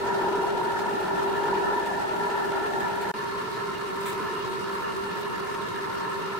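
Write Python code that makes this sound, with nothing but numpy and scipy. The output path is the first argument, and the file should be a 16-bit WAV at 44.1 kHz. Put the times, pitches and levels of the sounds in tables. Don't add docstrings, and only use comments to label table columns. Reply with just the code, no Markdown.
import sys
import numpy as np
from scipy import signal
from scipy.io import wavfile
from scipy.ndimage import uniform_filter1d

SR = 44100
rng = np.random.default_rng(int(sys.argv[2]) if len(sys.argv) > 2 else 0)


def master(y):
    cut = np.clip(np.atleast_2d(y).T, -1, 1)
    pcm = np.round(cut * 32767)
    wavfile.write(sys.argv[1], SR, pcm.astype(np.int16))


N = 281799
T = np.arange(N) / SR

# pitch_hz, width_hz, steadiness, swing_share, above_db, beside_db, throb_depth_above,
# throb_depth_beside, throb_phase_rad, pan_above_db, pan_beside_db (pan is left minus right)
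FRAME_MODES = [(192.4, 39, 0.05, 0.57, -45, -46, .05, 0.061, -0.7, -2, -2.5),
               (395.9, 14.6, 0.69, 0.82, -32, -34, 0.37, 0.21, -0.16, 0, -2.5),
               (848, 46, 0, 0.63, -38.5, -71, 0.26, 0.15, 2.5, 1, 5),
               (932.1, 12.7, 0.7, 0.26, -34, -38.5, 0.69, 0.25, 1.8, 0, 2.5),
               (968, 13, 0, 0.86, -38, -52.5, 0.29, .2, 0.2, 2, -10),
               (1017, 42, 0.1, 0.1, -71, -43, 0.22, 0.26, 0.5, -6, -3.5),
               (1061, 41, 0, 0.29, -54.5, -42.5, 0.22, 0.51, 2.2, 1, -2),
               (1311, 150, 0.05, 1, -52.5, -40.5, 0.13, 0.18, 3.5, 10, -1),
               (1369, 146, 0, 0.57, -40, -52, 0.098, 0.13, 2.5, 3, 1),
               (1724, 22, 0, -0.5, -45, -48.5, 0.11, 0.2, 2, -4.5, -0.5),
               (1755.5, 26, 0.1, -0.5, -45.5, -48.5, 0.11, 0.2, 1, -4, -0.5),
               (1801, 32, 0, -0.93, -47, -51.5, 0.1, 0.097, 3, 7.5, -3),
               (2136, 75, 0, 0, -62, -55.5, .05, .05, 2, 4, -3),
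               (2504, 81, 0, 0.14, -64, -59.5, .05, .05, 1, 0, 0),
               (2817, 80, 0.13, 0.63, -55, -51.5, .05, 0.1, -0.5, 1.5, -2.5),
               (3834, 150, 0, 0.25, -59.5, -56, .05, .05, 2, -1, 1),
               (4334, 160, 0, -0.2, -59, -58, .05, .05, 4, 4, 1.5),
               (8660, 1400, 0, -0.19, -66, -61.5, .05, 0.046, -2, -9, -6)]
# rate_hz, phase_rad
SHAFT_ROTATION = [(44.81, -.2), (44.70, .25)]
# start_s, end_s, half_fade_out_s, half_fade_in_s, depth_db
GAP = (3.1165, 3.138, .001, .002, -34)
BESIDE = T > GAP[0] + .01


def undb(db):
    return 10 ** (np.asarray(db) / 20)


def unit(x):
    return x / np.sqrt(np.mean(np.abs(x) ** 2))


def by_place(above, beside):
    return np.where(BESIDE, beside, above)


def rotation(table):
    return by_place(*(2 * np.pi * rate_hz * T + phase for rate_hz, phase in table))


def wander(rate_hz):
    hold = int(SR / rate_hz)
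    steps = np.repeat(rng.standard_normal(N // hold + 1), hold)
    return unit(uniform_filter1d(uniform_filter1d(steps, hold), hold)[:N])


def resonator(hz, width_hz):
    poles = np.exp((2j * np.pi * hz - np.pi * np.array([width_hz, hz / 2])) / SR)
    return unit(signal.lfilter([1], np.poly(poles), rng.standard_normal(N)))


def stereo_band(hz, width_hz, coherence, drift_hz=4.0, steadiness=0.):
    # pitch_hz, pull_rad
    centring = [(60, .12), (400, 0.046), (1300, 0.18), (2000, 0.047)]
    pair = np.array([resonator(hz, width_hz) for _ in range(2)])
    if coherence > 0:
        common = resonator(hz, width_hz)
        angle = 2 * np.pi * (rng.random() + np.cumsum(wander(3.5 * drift_hz)) * drift_hz / SR)
        pull = np.interp(hz, *np.transpose(centring))
        turn = np.exp(1j * (angle - pull * np.sin(2 * angle)))
        shared = common * np.array([turn, np.conj(turn)])
        pair = np.sqrt(coherence) * shared + np.sqrt(1 - coherence) * pair
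    if steadiness > 0:
        pair = unit(pair / (np.abs(pair) + 0.042) ** steadiness)
    return np.sqrt(2) * pair.real


def bearings():
    # pitch_hz, above_db_per_hz, beside_db_per_hz
    spectrum = [(25, -100, -99), (60, -79.5, -84), (117, -71, -69), (199, -66.5, -68.5), (323, -65, -70),
                (490, -81, -71.5), (634, -61.5, -72), (795, -62, -78.5), (1220, -89, -68.5),
                (1570, -73.5, -75.5), (2000, -78.5, -78.5), (3050, -80, -83), (4570, -86, -84),
                (7900, -92, -96.5), (12600, -97, -97), (16000, -100, -102)]
    # tooth_rate_hz, phase_rad
    roller_teeth = [(13.9, -.2), (13.9, -.5)]
    points_hz, *densities = np.transpose(spectrum)
    tooth = rotation(roller_teeth) / (2 * np.pi)
    bite_db = 1.45 + 1.2 * rng.random(N // 1000)[np.round(tooth).astype(int)]
    contact = np.exp(14 * (np.cos(2 * np.pi * tooth) - 1))
    flare_db = bite_db * contact + wander(250) + 0.43 * wander(90)
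    out, swell = 0, wander(30)
    for hz in 25 * 2 ** np.arange(0, 9.4, 1 / 3):
        width_hz = hz * (2 ** (1 / 3) - 1)
        swell = unit(0.43 * swell + 1.05 * wander(30))
        db = by_place(*(np.interp(np.log(hz), np.log(points_hz), density) for density in densities))
        db += 10 * np.log10(width_hz) + min(hz / 1800, 1) * flare_db + 1.1 * swell
        out += undb(db) * stereo_band(hz, 1.3 * width_hz, coherence=.55 if hz < 2000 else 0)
    return out


def scuffs():
    # peak_s, rise_s, fade_s, level_db
    drags = [(0.213, .004, .005, -50), (0.64, .004, .005, -44), (1.861, .004, .006, -43),
             (2.082, .004, .005, -51), (2.957, .002, .006, -43), (3.015, 0.0054, 0.03, -43),
             (3.965, .015, .012, -49), (4.012, .01, 0.023, -45), (4.062, 0.0067, .012, -41),
             (4.088, 0.023, 0.031, -36), (4.128, .01, .012, -52), (4.182, .004, .008, -51),
             (5.2, .015, .025, -47), (5.618, .003, .004, -51), (5.762, .003, .004, -49),
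             (5.82, .004, .006, -53)]
    # pitch_hz, width_hz, relative_db
    rasp_bands = [(2100, 870, 5.5), (3650, 520, 1), (8400, 4200, 2.5), (14200, 2500, -0.5)]
    envelope = 0
    for peak_s, rise_s, fade_s, db in drags:
        slope_s = np.where(T < peak_s, rise_s, fade_s)
        envelope += undb(db) * np.exp(-np.abs((T - peak_s) / slope_s) ** 1.2)
    rasp = sum(undb(db) * stereo_band(hz, width_hz, coherence=0) for hz, width_hz, db in rasp_bands)
    grain = undb(2 * wander(200))
    return envelope * grain * unit(rasp)


def gearbox():
    # pitch_hz, width_hz, above_db, beside_db, depth_once_a_turn, depth_twice_a_turn, phase_rad
    mesh_tones = [(1293, 4, -70, -53, 0, 0, 0), (1327, 9, -70, -52, 0, 0, 0), (1342, 6, -70, -55, 0, 0, 0),
                  (1364, 3, -70, -47.5, .6, .8, -1.6), (1369, 4, -46, -70, .2, .2, 0),
                  (1372, 4, -70, -53, 0, 0, 0), (1377.5, 4, -49, -70, -1.6, 1.1, 2.1),
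                  (1386, 5, -54, -56, 0, 0, 0)]
    shaft, out = rotation(SHAFT_ROTATION), 0
    for hz, width_hz, above_db, beside_db, once, twice, phase in mesh_tones:
        throb = 1 + once * np.cos(shaft + phase / 2) + twice * np.cos(2 * shaft + phase)
        tone = stereo_band(hz, width_hz, coherence=0.7, drift_hz=0.98)
        out += undb(by_place(above_db, beside_db)) * throb * tone
    return out


def tooth_knocks():
    # start_s, relative_db, struck_hz
    impacts = [(0.06, -33, 929), (0.189, -20, 923), (0.328, -15, 939), (0.371, -19, 918), (0.438, -12, 934),
               (0.575, -21, 939), (0.613, -16, 937), (0.655, -24, 918), (0.795, -24, 945),
               (0.839, -23, 929), (1.153, -23, 918), (1.527, -16, 969), (1.777, -16, 926),
               (1.866, -20, 926), (1.913, -15, 926), (2.045, -24, 942), (2.134, -20, 926),
               (2.205, -22, 929), (2.265, -22, 950), (2.846, -18, 931), (2.894, -18, 931),
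               (3.028, -25, 942), (3.612, -27, 934), (3.937, -25, 1290), (4.331, -26, 1070),
               (4.386, -31, 929), (4.447, -25, 923), (4.587, -26, 1310), (4.62, -24, 940),
               (5.004, -23, 1050), (5.113, -28, 1010), (5.227, -28, 931), (5.828, -23, 966),
               (5.954, -24, 945), (6.122, -26, 931), (6.344, -15, 931)]
    gain_db, push_s, damping_hz, reach_octaves = -7, 0.0027, 25, 0.33
    start_s, hit_db, struck_hz = np.transpose(impacts)
    onsets, out = (start_s * SR).astype(int), 0
    loudest_db = by_place(max(mode[4] for mode in FRAME_MODES), max(mode[5] for mode in FRAME_MODES))
    for hz, width_hz, _, _, above_db, beside_db, *_ in FRAME_MODES:
        mode_db = (by_place(above_db, beside_db) - loudest_db)[onsets]
        coupling = np.exp(-(np.log2(hz / struck_hz) / reach_octaves) ** 2)
        phasors = np.exp(2j * np.pi * rng.random(len(onsets)))
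        force = np.zeros(N, complex)
        force[onsets] = undb(hit_db + gain_db + mode_db / 2) * coupling * phasors
        decay_rates = np.array([np.pi * (width_hz + damping_hz), 1 / push_s])
        poles = np.exp((2j * np.pi * hz - decay_rates) / SR)
        out += signal.lfilter([1 - abs(poles[1])], np.poly(poles), force).real
    return out


def frame():
    # time_s, level_db
    swing = [(0, -0.5), (.35, 5.5), (.75, -0.5), (1.6, 3.5), (1.9, -2.5), (2.5, 0.5), (3.1, -3), (3.8, -2),
             (4.45, 0), (5.1, -2), (5.9, -2.5), (6.39, -1.5)]
    # rate_hz, phase_rad
    idler = [(10.2, .2), (10.2, 1.9)]
    swing_db = np.interp(T, *np.transpose(swing))
    shaft, rattle, out = rotation(SHAFT_ROTATION), wander(28.01), 0
    for (hz, width_hz, steadiness, swing_share, above_db, beside_db,
         depth_above, depth_beside, phase, *pan_db) in FRAME_MODES:
        db = swing_share * swing_db + by_place(above_db, beside_db)
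        db = db + by_place(*pan_db) * np.array([[.5], [-.5]])
        throb = 1 + by_place(depth_above, depth_beside) * np.cos(shaft + phase)
        if 1700 < hz < 1850:
            throb *= 1 + 0.18 * np.cos(rotation(idler))
        if hz > 2000:
            db += 2.5 * wander(45)
        elif hz > 800:
            db += 1.28 * rattle
        coherence = .85 if hz < 2000 else .3
        out += undb(db) * throb * stereo_band(hz, width_hz, coherence, steadiness=steadiness)
    return out


def scene():
    return frame() + tooth_knocks() + gearbox() + bearings() + scuffs()


def record(dry):
    start_s, end_s, out_s, in_s, depth_db = GAP
    hiss_db, cutoff_hz = -64, 15750
    corners_s = [start_s - out_s, start_s + out_s, end_s - in_s, end_s + in_s]
    gain = undb(np.interp(T, corners_s, [0, depth_db, depth_db, 0]))
    hiss = (1 - gain) * undb(hiss_db) * rng.standard_normal(dry.shape)
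    lowpass = signal.ellip(16, .2, 92, cutoff_hz, fs=SR, output="sos")
    return signal.sosfilt(lowpass, gain * dry + hiss)


dry = scene()
out = record(dry)
master(out)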